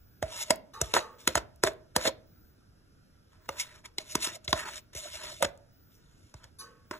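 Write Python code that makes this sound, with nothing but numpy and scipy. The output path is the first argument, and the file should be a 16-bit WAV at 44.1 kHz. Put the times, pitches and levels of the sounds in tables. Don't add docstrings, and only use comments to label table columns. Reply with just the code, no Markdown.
import sys
import numpy as np
from scipy import signal
from scipy.fft import rfft, irfft, next_fast_len
from scipy.io import wavfile
from scipy.ndimage import uniform_filter1d

SR = 44100
rng = np.random.default_rng(int(sys.argv[2]) if len(sys.argv) > 2 else 0)


def inscribe(sig):
    pcm = np.round(np.clip(np.atleast_2d(sig).T, -1, 1) * 32767)
    wavfile.write(sys.argv[1], SR, pcm.astype(np.int16))


N = 308259

# t/s, peak levels of crack/dB, thump/dB, low wall/dB and cavity/dB, cavity f/Hz,
# upper wall f/Hz (first mode), upper wall peak level/dB, bright edge peak level/dB
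TAPS = [(0.2261, -19, -31.5, -43.5, -18.5, 646, 873, -21.5, -22),
        (0.506, -4.5, -47, -23.5, -14.5, 643.5, 980, -14.5, -5),
        (0.8139, -12, -29, -26.5, -27, 668, 960, -26.5, -11.5),
        (0.9389, -8, -52.5, -36, -20.5, 501, 990, -16.5, -12.5),
        (0.9521, -28.5, -60, -42, -33.5, 480, 1023, -39, -25),
        (0.9653, -21.5, -48, -47.5, -26.5, 542, 1001, -11.5, -27),
        (0.9769, -25, -53, -48, -31, 706, 970, -22, -28.5),
        (1.275, -15.5, -40, -22.5, -29.5, 528, 973, -17, -10.5),
        (1.2884, -30.5, -50, -37.5, -50, 680, 1020, -64, -34),
        (1.3541, -12, -31, -36.5, -19.5, 673, 940, -11, -11.5),
        (1.3719, -22, -41, -41, -37.5, 598, 1110, -30.5, -31),
        (1.6364, -4, -37, -16, -19, 673, 1010, -11, -11),
        (1.667, -32, -48, -45.5, -36.5, 650.4, 1050, -26.5, -26),
        (1.673, -28, -44.5, -45, -26, 651, 1140, -17.5, -24.5),
        (1.9627, -29, -34.5, -24.5, -20.5, 519.7, 910, -15, -8.5),
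        (2.0541, -21.5, -44, -34, -22, 550.7, 831, -24.5, -41),
        (2.075, -14.5, -50.5, -28, -21.5, 536, 885, -31, -24),
        (3.49, -24, -51, -37.5, -28, 559, 900, -24, -22.5),
        (3.9828, -15.5, -61, -36, -49, 800, 828, -35, -25.5),
        (4.1528, -15, -43, -20, -36.5, 572, 936, -20, -12.5),
        (4.271, -21.5, -64, -34, -50, 570, 990, -46, -33),
        (4.4781, -19, -34, -40, -48.5, 585, 1040, -37, -34.5),
        (4.5283, -11, -32.5, -23.5, -23.5, 653, 1063, -13.5, -22),
        (4.9503, -40, -40.5, -41.5, -44, 624, 1073, -67, -31),
        (5.4248, -17.5, -43, -36.5, -17.5, 588, 930, -14.5, -12),
        (5.4472, -25, -40, -41, -23, 545, 898, -24, -34),
        (6.3405, -39.5, -40.5, -49.5, -57, 732, 850, -42.5, -45),
        (6.4409, -38, -49, -65.5, -59, 540, 1190, -50, -53),
        (6.9109, -30.5, -54.5, -31, -37.5, 618, 1053, -25.5, -36)]
# f/Hz, width/Hz (before any damping factor), relative level/dB
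CAVITY = [(632.8, 22, 7), (626.6, 100, 2.5)]
LOW_WALL = [(170, 79, -8.5), (309, 100, 0), (403, 78, 4)]
WALLS = [(950.6, 150, 5), (1246, 230, 3.5), (1248, 120, 8.5), (1834, 590, 0.5)]
RIM = [(2122, 46, 3), (2290, 200, -2), (2840, 260, -2), (3065, 140, -1), (3550, 380, 1), (4410, 900, 0.5)]
EDGE = [(4750, 600, 1), (5300, 400, -1), (5900, 200, 0), (6650, 200, 0), (7200, 400, -3), (7650, 250, -2),
        (8700, 600, -4)]
# f/Hz, relative level per Hz/dB
FIZZ = [(8000, -35), (9300, 0.5), (12500, -4.5), (14000, -10.5), (15000, -24), (15800, -59.5)]


def taps(spot_spread_db=3.5, spiky_db=5.5, grip=3.0):
    # f/Hz, width/Hz, level/dB, all for one of two passes
    thump_modes = [(46.6, 17, -1.5), (73, 46, 2.5), (143, 64, -0.5)]
    crack_t60_s, rise_s = 0.018, 0.00045
    fizz_under_edge_db, hand_damping = -14, 1.1
    out, t = np.zeros(N), np.arange(8192) / SR
    chance = rng.standard_normal((len(TAPS), 3, len(t)))
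    fall = gain_of(-60 * t / crack_t60_s) * np.minimum(t / rise_s, 1)
    fade_out = np.minimum(4 - 4 * t / t[-1], 1)
    for tap, (noise, spikes, spot) in zip(TAPS, chance):
        s, crack_db, thump_db, low_db, cavity_db, cavity_hz, wall_hz, wall_db, edge_db = tap
        spot_db = spot_spread_db * spot[:8]
        contact = noise * gain_of(spiky_db * spikes) * fall
        contact[20] += 1.4 * abs(contact).max()
        blow = signal.lfilter([1], [1, -.93], peaked(contact) ** 2)
        crack = ring(contact, RIM, spot_db=spot_db, damping=grip)
        edge = ring(contact, EDGE, spot_db=spot_db, damping=grip)
        fizz = colour(spikes, FIZZ) * fall
        walls = ring(blow, WALLS, wall_hz / WALLS[0][0], spot_db=.5 * spot_db)
        cavity = ring(blow, CAVITY, cavity_hz / CAVITY[0][0], damping=hand_damping)
        low_wall = ring(blow, LOW_WALL, spot_db=spot_db)
        thump = ring(ring(blow, thump_modes), thump_modes)
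        sound = (gain_of(crack_db) * peaked(crack)
                 + gain_of(edge_db) * peaked(edge)
                 + gain_of(edge_db + fizz_under_edge_db) * peaked(fizz)
                 + gain_of(wall_db) * peaked(walls)
                 + gain_of(cavity_db) * peaked(cavity)
                 + gain_of(low_db) * peaked(low_wall)
                 + gain_of(thump_db) * peaked(thump))
        add(out, s, sound * fade_out)
    return out


def strokes(grain_db=2.5, slips_per_s=5000.0, flutter_db=1.0, patchy_db=2.0, wander=1.0, steady_hz=3000.):
    slips = rng.standard_normal(N) * gain_of(grain_db * np.minimum(rng.exponential(1, N), 4))
    slips *= .3 + (rng.random(N) < slips_per_s / SR)
    flutter = evened(uniform_filter1d(uniform_filter1d(rng.standard_normal(N), 300), 300))
    slips *= gain_of(flutter_db * flutter)
    spoon, low_wall, cavity, walls, rim = [
        evened(ring(slips, modes)) for modes in (EDGE, LOW_WALL, CAVITY, WALLS, RIM)]
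    fizz = evened(colour(slips, FIZZ))
    fits_db = 4. * drift((1, N), 1, 1500)[0]
    cavity = evened(ring(cavity, CAVITY) * gain_of(fits_db))
    layers = np.array([spoon, low_wall, cavity, walls, rim, fizz])
    out = (layers * pressure()).sum(0)
    z = signal.stft(out, nperseg=512, noverlap=384)[2]
    z = z * gain_of(patchy_db * drift(z.shape, 9, 14))
    bins = np.fft.rfftfreq(512, 1 / SR)[:, None]
    wander_rad = wander / (1 + bins / steady_hz)
    turn = np.exp(1j * wander_rad * drift(z.shape, 4, 6))
    pair = signal.istft(np.array([z, z * turn]), nperseg=512, noverlap=384)[1][:, :N]
    return out, pair


def pressure():
    # t/s, rubbing level/dB, # walls'
    # lift/dB, cavity's lift/dB above the rubbing; the answers below add to the level and share out the lifts
    stroke_curves = [
        [(0.25, -73, 8, 24.5), (0.308, -54, 1.5, -4.5), (0.418, -37, -9.5, -21.5), (0.43, -33, -16, -24),
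         (0.444, -55.5, -3, -6.5), (0.478, -55, -10, -8), (0.49, -52, 0.5, 9)],
        [(0.835, -50.5, -3.5, 7.5), (0.867, -54, -9, -15.5), (0.907, -58, -3, -11), (0.925, -50, -1.5, 5.5)],
        [(0.947, -39, 8, 1), (0.955, -35, 2, 2), (0.967, -46, 14, 3), (0.973, -34, 11, 0), (0.99, -57, 10, 9.5)],
        [(1.18, -84, 19, 14), (1.186, -68, 0.5, -5), (1.206, -57.5, -9.5, -7.5), (1.246, -68.5, -2, -3.5),
         (1.26, -59, -2, 15)],
        [(1.297, -60, 7, 10.5), (1.329, -60, -6, -4.5), (1.338, -51, -7.5, 13.5)],
        [(1.362, -36, 7, 6), (1.368, -62, 7.1, 13), (1.376, -36, 8.1, 4), (1.39, -62, 16.3, 19)],
        [(1.65, -34, 8.3, 14), (1.656, -58, 1, 15), (1.676, -45, 7, 1), (1.695, -83, 10, 20)],
        [(1.98, -55, 4, 17.5), (1.996, -56.5, 8.5, 1), (2.034, -41.5, -6, -8.5), (2.044, -43, -4.5, -1.5),
         (2.058, -35.5, 3.5, -1), (2.082, -34.5, -0.5, -0.5), (2.1, -61, 8, 17.5)],
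        [(3.3, -91, 1, 5), (3.304, -85.5, 6.3, 2), (3.334, -78, 10.4, -3.5), (3.4, -90, 14, 5),
         (3.446, -79.5, 11.7, 10), (3.462, -74, 12, -2), (3.468, -70, 5.5, 3)],
        [(3.515, -67, -1, 13), (3.559, -66, 8, 9), (3.605, -31.5, -16, -42), (3.643, -56.5, 0.5, -9),
         (3.687, -66.5, 5, 0), (3.763, -64, 4, -4), (3.82, -80, 5, 3)],
        [(3.838, -80, 12, 15), (3.854, -49, 3.9, -9.5), (3.86, -48, 6.3, -12), (3.872, -70, 3.3, 6.5),
         (3.89, -75, 10, 6)],
        [(4.0, -52.5, -3, -11), (4.044, -67.5, -1.5, -7), (4.114, -47, -10, -18), (4.132, -47, -16.5, -17),
         (4.14, -47, -14, -3.5)],
        [(4.175, -64, 5.5, 14), (4.189, -61.5, 1, 7), (4.229, -32.5, -10, -31), (4.249, -32.5, -9.5, -26),
         (4.313, -56, 7.5, 5), (4.359, -48, -12, -2), (4.38, -73, 5, 14)],
        [(4.43, -79, 5, 7), (4.438, -79, 3, 8), (4.446, -61.5, -9, -15), (4.452, -56, -10, -15),
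         (4.46, -65, 0, 4), (4.466, -68, -4, 9)],
        [(4.488, -43, -2, 4), (4.506, -47, -11.5, -11), (4.516, -46, -4, -3)],
        [(4.555, -52.5, 3, 5), (4.605, -41, 1.5, -19), (4.647, -59.5, 13.5, 7), (4.683, -49, 9.5, -10),
         (4.717, -56, -1, 0), (4.781, -46.5, -4, -18), (4.81, -74, -3, -1)],
        [(4.928, -71, 2, 6.5), (4.932, -57, -2, 1), (4.944, -64.5, -2, 7)],
        [(4.953, -45.5, -9, -10), (4.985, -41, -15, -18), (5.011, -50, -8, -10), (5.071, -50, -0.5, 2),
         (5.107, -53, -6, -13.5), (5.157, -44, -6, -5.5), (5.19, -56, 0.5, -14.5)],
        [(5.19, -58.5, 4, 0.5), (5.244, -46.5, -1, 0), (5.274, -53, 3.5, -5), (5.326, -49.5, -3, 4),
         (5.356, -57.5, -6, 0), (5.396, -58, -18, -16), (5.414, -54, -7.5, 24.5)],
        [(5.434, -33, 1.6, 7), (5.44, -50, 3.6, 12), (5.446, -40.5, 1.4, 3.8), (5.452, -38.5, 4.9, 3.3),
         (5.46, -70, 13, 14)],
        [(5.9, -85.5, -2, 3), (5.918, -76, 1, -21), (5.952, -72.5, -19, -26), (5.994, -81, 3, -7),
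         (6.26, -73, -14, -24), (6.308, -77, -2, -21), (6.325, -75.5, 4, 0)],
        [(6.36, -71.5, 2.8, -7), (6.39, -75, 3, -13.5), (6.422, -78, 14, 0.5), (6.446, -64.5, 7.6, -12),
         (6.458, -80, 9, -2), (6.48, -79.5, 9, -24), (6.5, -87.5, 5, -1)],
        [(6.93, -69.5, 27, 17), (6.985, -66.5, 7.3, 4.4)],
    ]
    # level/dB, share of the walls' lift/1, share of the cavity's lift/1
    part_answers = np.array([(2, 0., 0.), (-10, .7, 0.74), (-0.5, 0.14, 0.75), (-1.5, 1, 0.),
                             (3.5, 0.2, 0.027), (-9, 0, 0.)])
    touch_s = 0.012
    chatter_db, chatter_t60_s, chatter_lift_db = -30, 0.13, (5.5, 12.5)
    swell_db, swell_s = -25, .003
    t = np.arange(N) / SR
    answer_db, shares = part_answers[:, :1], part_answers[:, 1:]
    gains = np.zeros((len(part_answers), N))
    for rows in stroke_curves:
        s, rub_db, *lift_db = np.transpose(rows)
        touch = np.clip(np.minimum(t - s[0], s[-1] - t) / touch_s + .5, 0, 1)
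        on = touch > 0
        lifts = shares @ [np.interp(t[on], s, db) for db in lift_db]
        gains[:, on] += touch[on] * gain_of(np.interp(t[on], s, rub_db) + lifts)
    chatter, after = np.zeros(N), t[:SR // 3]
    swell_rise = np.exp(-after[::-1, None] / swell_s)
    for s, *_, wall_db, edge_db in TAPS:
        add(chatter, s, gain_of(wall_db + chatter_db - 60 * after / chatter_t60_s))
        add(gains.T, s - len(after) / SR, gain_of(edge_db + swell_db) * swell_rise)
    chatter_gains = chatter * gain_of(shares @ chatter_lift_db)[:, None]
    return gain_of(answer_db) * (gains + chatter_gains)


def ticks():
    # t/s, peak level/dB, f/Hz
    tick_list = [(0.498, -31.5, 7400), (.5587, -31.5, 12200), (1.5601, -47.5, 11400), (1.7344, -48, 9760),
                 (4.448, -35, 6900), (5.5535, -55, 5520), (5.576, -47, 7080)]
    out, t = np.zeros(N), np.arange(400) / SR
    for (s, db, hz), noise in zip(tick_list, rng.standard_normal((len(tick_list), len(t)))):
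        burst = noise * np.exp(-t / 0.00072)
        add(out, s, gain_of(db) * peaked(ring(burst, [(hz, 0.41 * hz, 0)])))
    return out


def clatter():
    # t/s, level/dB, rise at 3 kHz/s, t60 at 1 kHz/s, share of the brighter pieces/1
    clatter_list = [(0.733, -50.5, 0.0077, 0.68, 0.), (0.984, -44, 0.026, 0.5, 0.2),
                    (6.584, -49.5, 0.03, 0.55, 0.98)]
    # f/Hz, width/Hz, level among duller pieces/dB, level among brighter pieces/dB
    crockery_lines = [(471.3, 53, -5, -6), (885, 14, 0.5, -14), (1111, 10, 1.5, 2), (1200, 14, 1.5, -9),
                      (1260, 14, -3.5, -7), (1520, 14, -12, -1), (1748, 60, -15, -10.5),
                      (2420, 170, -13.5, -8.5), (2940, 65, -16, -12.5), (3850, 180, -0.5, -2.5),
                      (4500, 52, -9.5, 8.5), (5300, 40, -11.5, 1), (6040, 87, -7.5, 7),
                      (7400, 300, -20, -0.5), (10370, 300, -14.5, 8.5), (12500, 1500, -17.5, -9.5)]
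    out, t = np.zeros((2, N)), np.arange(SR // 2) / SR
    chance = rng.standard_normal((len(clatter_list), 2, len(t)))
    for (s, db, rise, t60, bright), (a, b) in zip(clatter_list, chance):
        for side, noise in zip(out, (a, 1.2 * a + 0.32 * b)):
            lines = np.zeros(len(t))
            for hz, width, dull_db, bright_db in crockery_lines:
                line_db = dull_db + bright * (bright_db - dull_db)
                decay_db = -60 * t / t60 * (hz / 1000) ** 0.623
                attack = np.minimum(t / rise * (hz / 3000) ** 0.37, 1)
                lines += evened(ring(noise, [(hz, width, 0)])) * gain_of(line_db + decay_db) * attack
            add(side, s, gain_of(db) * lines)
    return out


def whistle():
    # t from its start/s, f before jitter/Hz, peak level/dB
    sweep_curve = [(0, 15750, -92.5), (0.038, 15500, -66), (.23, 14500, -69.5), (.27, 14600, -69.5),
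                   (0.342, 15600, -85)]
    first_s, period_s, jitter_hz = -.07, 1.152, 150
    out, (s, hz, db) = np.zeros(N), np.transpose(sweep_curve)
    starts = first_s + period_s * np.arange(7)
    t = np.arange(0, s[-1], 1 / SR)
    for start, noise in zip(starts, rng.standard_normal((len(starts), len(t)))):
        pitch = np.interp(t, s, hz) + jitter_hz * evened(uniform_filter1d(noise, 60))
        tone = np.sin(2 * np.pi * np.cumsum(pitch) / SR)
        add(out, start, gain_of(np.interp(t, s, db)) * tone)
    return out


def hum():
    # f/Hz, relative level per Hz/dB
    hum_spectrum = [(25, -24), (45, 0.5), (75, 6.5), (130, -4), (300, -9), (600, -19), (1050, -28),
                    (1400, -17), (2000, -29), (3200, -31), (4500, -30.5), (4950, -25.5), (5500, -27),
                    (6500, -36), (10000, -36), (13500, -38.5), (14800, -41.5), (15500, -71.5)]
    # f/Hz, left-right likeness/1
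    hum_likeness = [(60, 1), (250, 0.49), (450, 0.1), (2000, 0.05), (3000, 0.16), (4500, 0.96), (16000, 1)]
    level_db = -60.5
    frames, hz = N // 256 + 5, np.fft.rfftfreq(1024, 1 / SR)
    a, b, c, d = rng.standard_normal((frames, 513, 4)).T
    same = np.clip(read(hum_likeness, hz), -1, 1)[:, None]
    left, other = a + 1j * b, c + 1j * d
    z = np.array([left, same * left + np.sqrt(1 - same ** 2) * other])
    z *= gain_of(read(hum_spectrum, hz)[:, None] + 2 * drift(a.shape, 3, 12))
    return gain_of(level_db) * evened(signal.istft(z, nperseg=1024, noverlap=768)[1][:, :N])


def kitchen(x, same=0.36):
    # f/Hz, t60/s
    kitchen_t60 = [(100, 0.78), (500, 0.47), (1500, 0.32), (4000, 0.23), (9000, 0.063), (15000, 0.27)]
    echoes = np.zeros((2, SR))
    at = np.arange(300, SR - 20, 20) + rng.integers(0, 20, (2, (SR - 301) // 20))
    np.put_along_axis(echoes, at, rng.choice([-1., 1.], at.shape), 1)
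    echoes[1] = same * echoes[0] + np.sqrt(abs(1 - same ** 2)) * echoes[1]
    hz, t, z = signal.stft(echoes, SR, nperseg=256)
    decay = gain_of(-60 * t / read(kitchen_t60, hz)[:, None])
    tail = signal.istft(z * decay, SR, nperseg=256)[1]
    return signal.fftconvolve(x[None], tail / np.linalg.norm(tail[0]), axes=1)[:, :N]


def ring(x, modes, factor=1, spot_db=np.zeros(8), damping=1):
    out = 0
    for k, (hz, width, db) in enumerate(modes):
        b, a = signal.iirpeak(hz * factor, hz / (width * damping), SR)
        out = out + (-1) ** k * gain_of(db + spot_db[k]) * signal.lfilter(b, a, x)
    return out


def colour(x, spectrum):
    return irfft(rfft(x) * gain_of(read(spectrum, np.fft.rfftfreq(len(x), 1 / SR))), len(x))


def drift(shape, bins, frames):
    field = rng.standard_normal(shape[::-1]).T
    return evened(uniform_filter1d(uniform_filter1d(field, bins, 0), frames, 1))


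def gain_of(db):
    return 10 ** (np.asarray(db) / 20)


def evened(x):
    return x / np.sqrt(np.mean(x ** 2) + 1e-20)


def peaked(x):
    return x / abs(x).max()


def read(points, hz):
    f, value = np.transpose(points)
    return np.interp(np.log(hz + 1), np.log(f + 1), value)


def add(mix, s, sound):
    at = round(s * SR)
    part = mix[max(at, 0):][:len(sound) + min(at, 0)]
    part += sound[max(-at, 0):][:len(part)]


def scene():
    knocks = taps() + ticks()
    rubbing, rubbing_pair = strokes()
    echo = gain_of(-18.5) * kitchen(knocks + rubbing)
    return knocks + rubbing_pair + echo + clatter() + whistle() + hum()


def record(dry):
    # f/Hz, phase by which the left leads/rad, left minus right level/dB
    pair_offsets = [(0, 0, -1), (150, -.2, -1.5), (350, -.5, 1), (620, -.8, -5), (1000, -.5, -1),
                    (1600, .1, -3), (2000, .9, 0), (2400, 2.4, -1), (2800, 1., -1), (3800, 1.7, 1),
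                    (4650, 3.14, 0), (8900, 9.42, 0), (13200, 15.7, 0), (15300, 18.8, 0), (22050, 19, 0)]
    # f/Hz, level/dB
    treble_rolloff = [(20, -1), (13500, 1.5), (15000, 2), (16000, -15), (17000, -29)]
    band_limit_hz = 16600
    size = next_fast_len(N + 4096)
    hz, lead, balance_db = np.transpose(pair_offsets)
    bins = np.fft.rfftfreq(size, 1 / SR)
    left = gain_of(np.interp(bins, hz, balance_db) / 2)
    right = np.exp(-1j * np.interp(bins, hz, lead)) / left
    responses = np.array([left, right]) * gain_of(read(treble_rolloff, bins))
    paired = irfft(rfft(dry, size) * responses, size)[:, :N]
    low_pass = signal.firwin(511, band_limit_hz, window=("kaiser", 9), fs=SR)
    return signal.oaconvolve(paired, low_pass[None], "same")


dry = scene()
out = record(dry)
inscribe(out)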